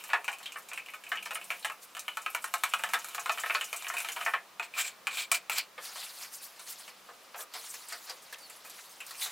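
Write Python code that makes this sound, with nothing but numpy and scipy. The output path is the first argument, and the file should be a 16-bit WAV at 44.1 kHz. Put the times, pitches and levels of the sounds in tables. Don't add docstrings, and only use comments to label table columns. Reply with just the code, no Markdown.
import sys
import numpy as np
from scipy import signal
from scipy.fft import rfft, irfft, next_fast_len
from scipy.io import wavfile
from scipy.ndimage import uniform_filter1d, map_coordinates

SR = 44100
rng = np.random.default_rng(int(sys.argv[2]) if len(sys.argv) > 2 else 0)


def gain_from_decibels(decibels):
    exponent = np.asarray(decibels, float) / 20
    return 10 ** exponent


def master(y):
    cut = np.clip(np.atleast_2d(y).T, -1, 1)
    pcm = np.round(cut * 32767)
    wavfile.write(sys.argv[1], SR, pcm.astype(np.int16))


N = 410571

# [t/s, ring level/dB, crack over ring/dB, struck spot f/Hz, stick over cup/dB]
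STIR_KNOCKS = [(.039, -36, 7.5, 2570, -5), (.092, -31, -10, 2520, -5), (.102, -22.5, -16, 2300, -1),
               (.133, -13.5, -18, 1730, -1), (.244, -29.5, -1, 2500, -2), (.28, -20.5, -7.5, 2340, -5.5),
               (.329, -30, -1, 2360, 0), (.385, -38, 1.5, 2700, 4), (.402, -40, -5, 900, 1),
               (.429, -36, 1, 4090, 5), (.458, -28, -6, 2750, 13), (.521, -30.5, -2, 2860, 12),
               (.558, -27.5, -22, 1090, 1), (.687, -39, 4.5, 1140, 7), (.716, -29, -24, 2370, -4),
               (.733, -28, -1.5, 2510, 14), (.776, -22.5, -12, 2300, 10), (.861, -34.5, -3, 2940, 5),
               (.886, -29, -15, 2360, 5), (.937, -29.5, -7.5, 1310, 6), (1.038, -32.5, -6.5, 2670, 4),
               (1.066, -34.5, -7, 2470, -2), (1.118, -19.5, -15, 1730, -1.5), (1.156, -28.5, -13, 1900, 7),
               (1.173, -21.5, -35, 3030, 19), (1.226, -31, -2.5, 2450, 4), (1.259, -23.5, -12, 3050, -0.5),
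               (1.308, -22.5, -9.5, 990, 8), (1.355, -20.5, -20, 2410, 1), (1.414, -30, -6, 1500, 11),
               (1.504, -18.5, -6.5, 2480, -1.5), (1.627, -41, 0, 4090, 4), (1.647, -16.5, -5.5, 1710, 2.5),
               (1.699, -25.5, -9, 1310, -4)]
BEATS = [
    (2.081, -19, -9, 3030, 4.5),
    (2.171, -21.5, -2.5, 1340, 2.5),
    (2.262, -18.5, -11.5, 1340, 4),
    (2.348, -18.5, 0, 2510, -1.5),
    (2.442, -20.5, 0, 1220, -4.5),
    (2.539, -17, 1.5, 1360, -2.5),
    (2.636, -13.5, -2.5, 1310, 1),
    (2.737, -13, -7, 1290, 0.5),
    (2.837, -13.5, -7.5, 1920, 2.5),
    (2.935, -14, -3.5, 2420, -6),
]
ROUNDS = [(1.95, -29, -1, 2900, 1), (1.968, -24.5, -5, 1270, 6), (1.994, -38, 16.5, 2300, 14),
          (2.725, -38, -20, 2600, 17), (2.794, -29, -11, 705, 5.5), (2.89, -30.5, -6, 2510, -1),
          (2.941, -13.5, -10, 4800, -5), (3.045, -31.5, 10.5, 1260, -5), (3.086, -34, 8.5, 3030, -7),
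          (3.147, -24.5, 4, 1400, -2), (3.181, -22, -31, 990, 3), (3.259, -20, -6, 1300, -0.5),
          (3.295, -12.5, -17, 1000, 5), (3.375, -26.5, -6, 1310, 4), (3.436, -20.5, -37, 1500, -4),
          (3.461, -24, -20, 705, 7), (3.498, -18.5, -36, 2260, -2.5), (3.506, -17.5, -25, 2430, 5),
          (3.549, -13, -23, 1440, 4), (3.553, -25, -17, 4400, 11), (3.611, -16, -10.5, 3100, 4.5),
          (3.621, -28, -15, 2830, 0), (3.383, -21.5, -11, 3030, 4), (3.729, -17.5, -5, 2440, 0),
          (3.823, -30.5, 1, 942, -4), (3.846, -27.5, -15, 2420, 3), (3.868, -22, -20, 2500, 4.5),
          (3.901, -17.5, -40, 1590, -12), (3.939, -23, -3, 1030, 0), (3.968, -20.5, -7, 2510, 14),
          (3.982, -21, -14, 2510, 14), (4.003, -23.5, 1.5, 2510, 3.5), (4.047, -22.5, -5, 2300, -2.5),
          (4.087, -17.5, -7, 3030, 5),
          (4.163, -23, -11, 3030, 0), (4.167, -22, -9, 930, -1), (4.208, -29, -12, 3030, 2),
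              (4.212, -23.5, -8, 3030, -4.5), (4.225, -28, -18, 2500, 8), (4.233, -33, -20, 2500, 8),
              (4.253, -36, -20, 2550, 10), (4.263, -13, -20, 1770, -8), (4.273, -20, -25, 1500, -16),
              (4.282, -22, -25, 1090, -7), (4.337, -15.5, -17.5, 1810, -3.5), (4.341, -19.5, -25, 1730, 3)]
RIM_KNOCKS = [(4.597, -18.5, -13, 2350, -4), (4.629, -26, -16, 705, 8.5), (4.739, -28, -23, 2300, 9),
              (4.765, -30, -20, 705, -6), (4.778, -26, -20, 1090, -3), (5.07, -13, -9.5, 2300, 6),
              (5.076, -19.5, -12, 2370, -4), (5.172, -29, 7, 2370, 13), (5.316, -12.5, 3, 2320, 0),
              (5.319, -21, 1, 970, 2), (5.497, -14, -4.5, 2300, -2)]
# [t/s, ring level/dB, crack over ring/dB, spot f/Hz, high over low/dB]
HANDLING = [(5.779, -30.5, -19, 2040, -8), (5.958, -31.5, -5, 1060, 5.5), (6.594, -38, 1, 1170, 6),
            (6.879, -38, 0, 2580, 0), (7.346, -37, -15, 2750, 0), (7.538, -36.5, 6, 3640, -3),
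            (7.74, -39, 5, 1320, 6), (7.923, -29, -1.5, 1430, -3), (8.096, -44.5, 12.5, 3900, -6),
            (8.326, -36, 1, 1750, -3), (8.498, -43, 8.5, 2620, 1), (8.649, -41, 2, 1700, 2),
            (8.698, -46, 14, 3790, -5), (9.004, -34, 0, 2700, 5), (9.065, -58, 26, 4400, 0),
            (9.108, -37.5, 6, 1250, 4)]
# [t/s, peak level/dB, f/Hz, chatter t60/s]
CLINKS = [(.134, -15, 993, 0.032), (.43, -44, 4090, .07), (.459, -29, 3230, 0.054), (1.627, -40, 4090, .07),
          (3.55, -28.5, 4400, 0.043), (5.779, -40, 3400, .07), (7.538, -39, 5100, 0.19),
          (7.925, -31, 4860, 0.066), (8.097, -30, 5000, 0.041), (9.005, -35, 2550, 0.034),
          (9.109, -38.5, 4400, 0.056), (9.147, -43, 2400, 0.045), (9.212, -29, 3970, 0.21),
          (9.219, -31.5, 2330, 0.06), (9.245, -32, 6300, .1), (7.42, -43, 1200, .2)]
# [t/s, peak level/dB]
FLICKS = [
    (4.8745, -28),
    (5.2224, -28),
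    (5.3473, -17),
    (5.5835, -8.5),
]
# [t/s, peak level/dB]
THUDS = [
    (7.087, -34.5),
    (7.343, -31),
    (7.389, -34),
    (7.55, -34),
    (8.097, -34.5),
    (9.257, -33.5),
]
# [t/s, peak level/dB, brightest f/Hz]
SKIDS = [(0.315, -31, 7600), (0.078, -34, 12500), (0.5695, -36, 8800), (0.585, -32, 11900),
         (0.622, -38, 8000), (0.901, -37, 12000), (0.945, -36, 13000), (1.3324, -29, 12900),
         (1.4037, -40, 10600), (1.4845, -44, 10600), (3.5425, -22.5, 6580), (0.76, -34, 8800),
         (1.0894, -30.5, 13900), (1.128, -36, 6970), (1.155, -35, 6570), (1.255, -28, 5430),
         (1.72, -33, 11500), (1.346, -20.5, 9300), (1.442, -28.5, 8950), (1.594, -36, 9000),
         (3.1958, -23, 6900), (3.3184, -21, 6440), (3.3972, -19, 7540), (3.4585, -31, 11700),
         (3.521, -31, 12200), (3.6427, -21, 6600), (3.762, -21.5, 7600), (3.883, -21, 6740),
         (3.983, -21.5, 8750), (4.018, -23, 11100), (4.119, -22, 6840), (4.2495, -23, 6060)]
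# [t/s, peak level/dB, brightest f/Hz]
BACKSWINGS = [(2.148, -44, 7000), (2.2174, -28.5, 7260), (2.3006, -29.5, 12200), (2.3291, -36, 8660),
              (2.4216, -31, 8630), (2.476, -32, 10500), (2.58, -32, 8000), (2.6908, -30, 7910),
              (2.7871, -29, 8320), (2.8888, -28, 6900), (2.988, -25.5, 6640)]
# [t/s, peak level/dB, brightest f/Hz]
SCUFFS = [(7.36, -35, 12000), (7.379, -32, 13500), (7.885, -26.5, 8600), (8.2211, -37, 8100),
          (8.3846, -34, 4650), (8.562, -36, 10500), (8.894, -35, 6800), (8.9564, -45, 6000),
          (9.1846, -33, 5670)]

# [t/s, level/dB]
STIR = [(0, -55), (.21, -67), (.33, -77), (.66, -71), (.8, -73), (1.02, -71), (1.3, -68), (1.55, -55.5),
        (1.78, -69), (2.07, -63.5), (2.8, -54), (3.2, -55), (3.45, -50), (3.72, -53), (4.0, -52),
        (4.3, -50), (4.42, -77)]
# [full at t/s, rise/s, hold/s, pressure level/dB]
WIPE = [(4.628, .03, 0.02, -48.5), (4.745, .008, 0.052, -47), (4.791, 0.12, 0.029, -34.5),
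        (4.836, 0.071, 0.044, -40.5), (5.11, 0.02, 0.063, -43.5), (5.171, 0.022, 0.054, -38),
        (5.229, .04, 0.00081, -42.5), (5.345, 0.03, 0.0061, -32), (5.517, 0.021, 0.017, -38.5),
        (5.587, 0.16, 0.00015, -32)]
# [t/s, effort level/dB]
RAG = [(5.77, -67), (5.84, -51.5), (6.1, -49), (6.3, -57), (6.55, -57.5), (6.86, -54), (6.94, -63.5),
       (7.33, -63.5), (7.5, -69), (7.56, -50.5), (8.06, -54), (8.2, -58.5), (8.65, -59), (8.72, -53),
       (8.86, -56), (8.98, -58), (9.15, -51), (9.31, -47)]
# [t/s, half length/s, body level/dB, hiss level/dB]
STROKES = [(1.834, 0.011, -54, -41.5), (5.861, 0.019, -43.5, -46), (5.975, 0.0079, -48, -48),
           (6.011, 0.023, -44.5, -50), (6.232, 0.025, -47.5, -43.5), (6.347, 0.015, -59, -37),
           (6.437, 0.016, -60, -40.5), (6.62, 0.013, -58, -47), (6.699, 0.018, -48.5, -39),
           (6.794, 0.011, -72, -49), (7.406, 0.018, -55, -39), (7.559, 0.016, -48, -69),
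           (7.704, 0.018, -73, -45.5), (7.908, 0.011, -46, -58), (8.108, 0.013, -48, -52),
           (8.338, 0.0082, -47, -54), (8.733, 0.066, -68, -59), (9.236, 0.022, -43, -31.5)]
# [t/s, level/dB]
HUM_SWELL = [(0.0, -80), (1.09, -87), (1.19, -71), (2.41, -90), (2.95, -68), (3.08, -92), (4.25, -79.5),
             (5.37, -77), (6.43, -84), (7.08, -73.5), (7.16, -94), (9.31, -78)]

# [f/Hz, level/dB, t60/s]
CUP = [(510, -2, 0.12), (705, -1.5, 0.19), (912, 8.5, 0.023), (1090, 7.5, 0.0062), (1310, 13, 0.0098),
       (1500, -13, 0.0054), (1690, -12, 0.036), (1730, 7, 0.016)]
# [f/Hz, level/dB, t60/s]
STICK = [(1890, 5.5, 0.022), (2170, -4, 0.0025), (2370, 9.5, 0.013), (2510, 5, 0.042), (2723, 9.5, 0.007),
         (3030, 12, 0.0074), (3400, 9.5, 0.047), (3640, -1, 0.0055), (4090, -7, 0.1), (4400, -42, 0.016),
         (4800, -17, 0.017), (5320, -7, 0.052)]
# [f/Hz, width/Hz, level/dB]
EDGE = [(2370, 180, 5.5), (3300, 1300, -8), (4400, 330, -4), (1090, 1700, -11)]
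# [f/Hz, width/Hz, level/dB]
BENCH = [(480, 110, 5.5), (770, 190, 5), (1280, 600, 2.5)]
# [f/Hz, width/Hz, level/dB]
STANDING = [(705, 45, -1), (1090, 40, -2), (1292, 50, -4), (1462, 40, -6), (1595, 40, -4), (1760, 40, -7),
            (2230, 50, -7.5), (2365, 50, -3), (2510, 50, -3), (3014, 90, -8)]

# [f/Hz, level/dB per Hz]
CRACK = [(2350, -33), (4000, 0.5), (4810, -6), (7680, 2), (11200, -3), (12700, -2), (16000, -10),
         (16500, -48)]
# [f/Hz, level/dB per Hz]
WET = [(2350, -52), (4000, -9), (5070, -4), (9170, 0.5), (13600, -1.5), (15900, -7), (16500, -98)]
# [f/Hz, level/dB per Hz]
RIM_HISS = [(2650, -7.5), (4500, -11), (4940, -8), (6340, -12), (7620, -3.5), (9020, -11.5), (11300, -16.5),
            (15000, -12), (16200, -22), (16500, -53)]
# [f/Hz, level/dB per Hz]
RAG_BODY = [(250, -44), (700, 6), (1800, 2.5), (3300, 2), (4900, 3.5), (7500, -6.5), (14000, -39)]
# [f/Hz, level/dB per Hz]
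RAG_HISS = [(2060, -56), (3500, -8), (4660, -2), (9630, 4), (15100, -1.5), (16200, -7), (16500, -40)]
# [f/Hz, level/dB per Hz]
AIR = [(25, -14), (86, -13.5), (184, -3.5), (237, -4), (313, -2), (448, 1), (538, 4), (809, 2.5),
       (1250, 6.5), (1400, 1.5), (2040, 0), (3910, -3.5), (13600, -12.5), (15500, -8), (16500, -63)]
# [f/Hz, likeness]
ALIKE = [(70, 0.1), (130, 0.77), (600, 0.73), (15000, 0.73)]
# [f/Hz, t60/s]
SHOP = [(300, 0.31), (1000, 0.15), (3000, 0.16), (12000, 0.038)]
# [f/Hz, side minus mid level/dB]
WIDTH = [(300, -41), (700, -51), (1300, -56), (2400, -27), (4400, -26.5), (15000, -17)]

SHELL_HZ, SHELL_WIDE_HZ = 3050, 730
DIP_HZ, DIP_WIDE_HZ = 3400, 577
RISE_DB, RELEASE_DB_PER_S = 51, 483
CLINK_CYCLES = 23
SQUEAK_S, SQUEAK_LENGTH_S, SQUEAK_DB = 8.4, 0.091, -54
SQUEAK_HZ, SQUEAK_SAG_HZ_PER_S = 4770, 6500
AIR_DB, HUM_HZ = -56, 195
MIC_HZ = 411
EDGE_HZ = 15950


def unit(x):
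    return x / np.sqrt(np.mean(x ** 2) + 1e-20)


def peak(x):
    return x / np.abs(x).max(axis=-1, keepdims=True)


def decay(t, t60):
    return gain_from_decibels(-60 * t / t60)


def noise(count, t):
    return rng.standard_normal((count, len(t)))


def wobble(rate):
    return map_coordinates(rng.standard_normal(int(N * rate / SR) + 4), [np.arange(N) * rate / SR])


def along(points, hz):
    f, v = np.transpose(points)
    return np.interp(np.log(hz + 1), np.log(f + 1), v)


def colour(spectrum):
    return lambda hz: gain_from_decibels(along(spectrum, hz))


def filtered(x, response):
    m = next_fast_len(x.shape[-1] + 2048, real=True)
    return irfft(rfft(x, m) * response(np.fft.rfftfreq(m, 1 / SR)), m)[..., :x.shape[-1]]


def resonances(peaks):
    def response(f):
        total = 0
        for k, (c, w, db) in enumerate(peaks):
            total = total + (-1) ** k * gain_from_decibels(db) * 1j * f * w / (c * c - f * f + 1j * f * w)
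        return total
    return response


def knocks(events, wet_db, lean_db, even_hz, skid, rattle, grip_db):
    s, db, crack, spot_hz, bias_db = np.transpose(events)[:, :, None]
    held = [(hz, level - grip_db * (hz < 900), t60) for hz, level, t60 in CUP]
    stick_db = lean_db * np.clip(np.log2(spot_hz / even_hz), -1, 1) + bias_db
    t = np.arange(SR // 14) / SR
    bright_hz = rng.uniform(7000, 19500, (len(s), 1))

    def tint(hz):
        return colour(CRACK)(hz) * (1 + 0.5 * np.exp(-((hz - bright_hz) / 1800) ** 2))

    snap = filtered(noise(len(s), t), tint) * (decay(t, 0.0084) + 0.56 * decay(t, skid))
    cup = ring(held, spot_hz, t, detune=0.0032, chatter=0.039, rattle=rattle)
    stick = ring(STICK, spot_hz, t, detune=0.019, chatter=0.012, rattle=0.71 * rattle)
    hits = gain_from_decibels(np.minimum(-stick_db, 0)) * cup + gain_from_decibels(np.minimum(stick_db, 0)) * stick
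    hits = filtered(hits, shell) + gain_from_decibels(crack) * peak(snap)
    return place(s[:, 0], gain_from_decibels(db - 4.0) * hits, wet_db)


def ring(modes, favoured_hz, t, detune, chatter, rattle):
    hz, db, t60 = np.transpose(modes)[:, :, None]
    luck = rng.standard_normal((2, len(favoured_hz), len(hz), 1))
    octave_like = np.log(hz / favoured_hz[:, None]) / .16
    spot_db = 10 * np.exp(-octave_like ** 2) + 1.5 * luck[0]
    clack = 4.2 * decay(t, 0.0064)
    tones = gain_from_decibels(db) * np.sin(2 * np.pi * hz * (1 + detune * luck[1]) * t)
    tones *= 1 - np.exp(-t / 0.00024)
    blow = (gain_from_decibels(spot_db) * (decay(t, t60) + clack) * tones).sum(axis=1)
    touch = (gain_from_decibels(0.58 * spot_db + 3.0) * (decay(t, 0.45 * t60) + clack) * tones).sum(axis=1)
    force = rattle * noise(len(favoured_hz), t) * decay(t, chatter)
    return peak(blow + signal.fftconvolve(touch, alike(force), axes=1)[:, :len(t)])


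def shell(f):
    dip = DIP_HZ ** 2 - f * f + 1j * f * DIP_WIDE_HZ
    return dip / (SHELL_HZ ** 2 - f * f + 1j * f * SHELL_WIDE_HZ)


def stirring():
    drag, hiss = gains(STIR, grows=0.85, middle_db=-61.5)
    wall = resonances([(hz, 8 / t60, db) for hz, db, t60 in CUP + STICK])
    body = drag * friction(wall, 150, 25.0, 3.6, -1.5)
    wet = hiss * friction(colour(WET), 240, 3, 0.47, -1.9)
    return gain_from_decibels(2.0) * (body + wet)


def wiping():
    squeal = pressure()
    hiss = squeal ** 1.238
    scrape = gain_from_decibels(0.5) * squeal * friction(resonances(EDGE), 410, 16.0, 3.2, -1.6)
    return scrape + gain_from_decibels(10.0) * hiss * friction(colour(RIM_HISS), 250, 3.9, 2.3, -1.7)


def pressure():
    t = np.arange(N) / SR
    s, rise, hold, db = np.transpose(WIPE)[:, :, None]
    rising = RISE_DB * np.maximum(s - t, 0) / rise
    falling = RELEASE_DB_PER_S * np.maximum(t - s - hold, 0)
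    return gain_from_decibels(np.max(db - rising - falling, axis=0))


def gains(effort, grows, middle_db):
    db = np.interp(np.arange(N) / SR, *np.transpose(effort), -150, -150)
    return gain_from_decibels([db, middle_db + grows * (db - middle_db)])


def friction(response, slips, spread_db, flutter_db, wide_db):
    slip = (rng.random(N) < slips / SR) * gain_from_decibels(np.minimum(spread_db * rng.exponential(size=N), 13))
    rub = rng.standard_normal((2, N)) * [1 + slip, np.ones(N)] * gain_from_decibels(min(flutter_db, 2) * wobble(40))

    def mid_side(hz):
        return response(hz) * [np.ones(len(hz)), gain_from_decibels(along(WIDTH, hz) + wide_db)]

    mid, side = filtered(rub, mid_side)
    return unit(np.array([mid + side, mid - side]))


def patchy(x, depth_db):
    z = signal.stft(x, nperseg=256)[2]
    field = uniform_filter1d(rng.standard_normal(z.shape[1:]), size=9, axis=0)
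    field = uniform_filter1d(field, size=7, axis=1)
    return signal.istft(z * gain_from_decibels(depth_db * unit(field)), nperseg=256)[1][:, :N]


def flicks():
    s, db = np.transpose(FLICKS)[:, :, None]
    t = np.arange(SR // 100) / SR
    click = filtered(noise(len(s), t), resonances([(4900, 6200, 0)]))
    return place(s[:, 0], gain_from_decibels(db) * peak(click * decay(t, 0.0038)), -1.0)


def skids():
    s, db, bright_hz = np.transpose(SKIDS + SCUFFS + BACKSWINGS)[:, :, None]
    t = np.arange(SR // 14) / SR

    def tint(hz):
        return colour(WET)(hz) * (1 + 1.7 * np.exp(-((hz - bright_hz) / 1200) ** 2))

    hiss = filtered(noise(len(s), t), tint) * decay(t, 0.09) * np.cos(np.pi * t / t[-1] / 2)
    return place(s[:, 0], gain_from_decibels(db - 8.5) * peak(hiss), -0.54)


def clinks():
    s, db, hz, t60 = np.transpose(CLINKS)[:, :, None]
    t = np.arange(SR // 14) / SR
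    chatter = noise(len(s), t) * decay(t, t60)
    mode = decay(t, CLINK_CYCLES / hz) * np.sin(2 * np.pi * hz * t)
    tone = signal.fftconvolve(mode, chatter, axes=1)[:, :len(t)]
    return place(s[:, 0], gain_from_decibels(db) * peak(tone), -2.5)


def rag():
    body, hiss = np.pad(gains(RAG, grows=1.32, middle_db=-48.5), ((0, 0), (0, SR)))
    t = np.arange(-SR // 5, SR // 5) / SR
    for s, half, body_db, hiss_db in STROKES:
        swell = np.exp(-np.where(t < 0, .6, .35) * (t / max(half, .005)) ** 2)
        start = round(s * SR) - SR // 5
        body[start:][:len(t)] += gain_from_decibels(body_db - 0.5) * swell
        hiss[start:][:len(t)] += gain_from_decibels(hiss_db - 4.5) * swell
    rub = body[:N] * friction(colour(RAG_BODY), 170, 8.3, 3.7, 2.8)
    return rub + hiss[:N] * friction(colour(RAG_HISS), 260, 6.4, 3.0, 1.9)


def squeak():
    t = np.arange(N) / SR - SQUEAK_S
    swell = np.sin(np.pi * np.clip(t / SQUEAK_LENGTH_S, 0, 1)) ** .6
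    phase = 2 * np.pi * (SQUEAK_HZ * t - SQUEAK_SAG_HZ_PER_S * t * t / 2) + .8 * wobble(150)
    return gain_from_decibels(SQUEAK_DB + 3.0 * wobble(80)) * swell * np.sin(phase)


def thuds():
    s, db = np.transpose(THUDS)[:, :, None]
    t = np.arange(SR // 14) / SR
    puff = noise(len(s), t) * decay(t, 0.072)
    low = filtered(puff, lambda hz: resonances(BENCH)(hz) / (1 + 1j * hz / 1600) ** 2)
    return place(s[:, 0], gain_from_decibels(db) * peak(low), 0.5)


def standing(hz):
    return 1 + sum(resonances([one])(hz) for one in STANDING)


def place(times, sounds, wet_db):
    out = np.zeros((2, N + SR))
    heard = signal.fftconvolve(sounds[:, None], shop(len(times), wet_db), axes=2)
    for s, one in zip(times, heard):
        out[:, round(s * SR):][:, :one.shape[1]] += one
    return out[:, :N]


def shop(count, wet_db):
    hz, t, z = signal.stft(rng.standard_normal((count, 2, SR // 8)), SR, nperseg=256)
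    z[:, 1] *= gain_from_decibels(along(WIDTH, hz) + 5.5)[:, None]
    tails = signal.istft(z * decay(t, along(SHOP, hz)[:, None]), SR, nperseg=256)[1]
    tails *= gain_from_decibels(wet_db) / np.linalg.norm(tails[:, :1], axis=2, keepdims=True)
    tails[..., :40] = 0
    tails[:, 0, 0] = 1
    tails = alike(tails)
    return np.stack([tails[:, 0] + tails[:, 1], tails[:, 0] - tails[:, 1]], axis=1)


def alike(x):
    z = rfft(x, 2 * x.shape[-1])
    bins = round(330 * 2 * x.shape[-1] / SR)
    broad = uniform_filter1d(np.abs(z) ** 2, size=bins, axis=-1)
    return irfft(z * np.sqrt(broad.mean(axis=0) / broad))[..., :x.shape[-1]]


def air():
    def mid_side(hz):
        turn = np.arccos(np.clip(along(ALIKE, hz), -1, 1)) / 2
        return colour(AIR)(hz) * [np.cos(turn), np.sin(turn)]

    mid, side = filtered(rng.standard_normal((2, N)), mid_side)
    t = np.arange(N) / SR
    hum_db = np.interp(t, *np.transpose(HUM_SWELL)) + 1.0 + 0.95 * wobble(8)
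    hum = gain_from_decibels(hum_db) * np.sin(2 * np.pi * HUM_HZ * t + 1.2 * wobble(5.5))
    return gain_from_decibels(AIR_DB + 0.89 * wobble(2.14)) * unit(np.array([mid + side, mid - side])) + hum


def scene():
    cup = knocks(STIR_KNOCKS, wet_db=0.5, lean_db=11.0, even_hz=1600, skid=0.13, rattle=0.12, grip_db=3.0)
    cup += knocks(BEATS, wet_db=-4.5, lean_db=2.0, even_hz=1810, skid=0.1, rattle=0.22, grip_db=32)
    cup += knocks(ROUNDS, wet_db=-1.94, lean_db=6.5, even_hz=1880, skid=0.094, rattle=0.17,
                  grip_db=-1.5)
    cup += knocks(RIM_KNOCKS, wet_db=-4.0, lean_db=5.5, even_hz=1200, skid=0.11, rattle=0.09, grip_db=4.0)
    cup += patchy(stirring() + wiping(), depth_db=2.0)
    handled = knocks(HANDLING, wet_db=4.0, lean_db=11.0, even_hz=2300, skid=0.061, rattle=0.11, grip_db=-10.0)
    aside = gain_from_decibels(2.5) * handled + thuds() + patchy(rag(), depth_db=2.9)
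    near = filtered(cup, standing) + aside + skids() + flicks() + clinks() + squeak()
    near = filtered(near, lambda hz: (1j * hz / (MIC_HZ + 1j * hz)) ** 6)
    return near * gain_from_decibels([[.15], [-.15]]) + air()


def roll_off(x):
    return signal.sosfilt(signal.butter(12, 17020, fs=SR, output="sos"), x)


def record(dry):
    mix = filtered(dry, lambda hz: np.where(hz < EDGE_HZ, 1, gain_from_decibels(-18)) * (hz < 16980))
    return roll_off(mix)


dry = scene()
out = record(dry)
master(out)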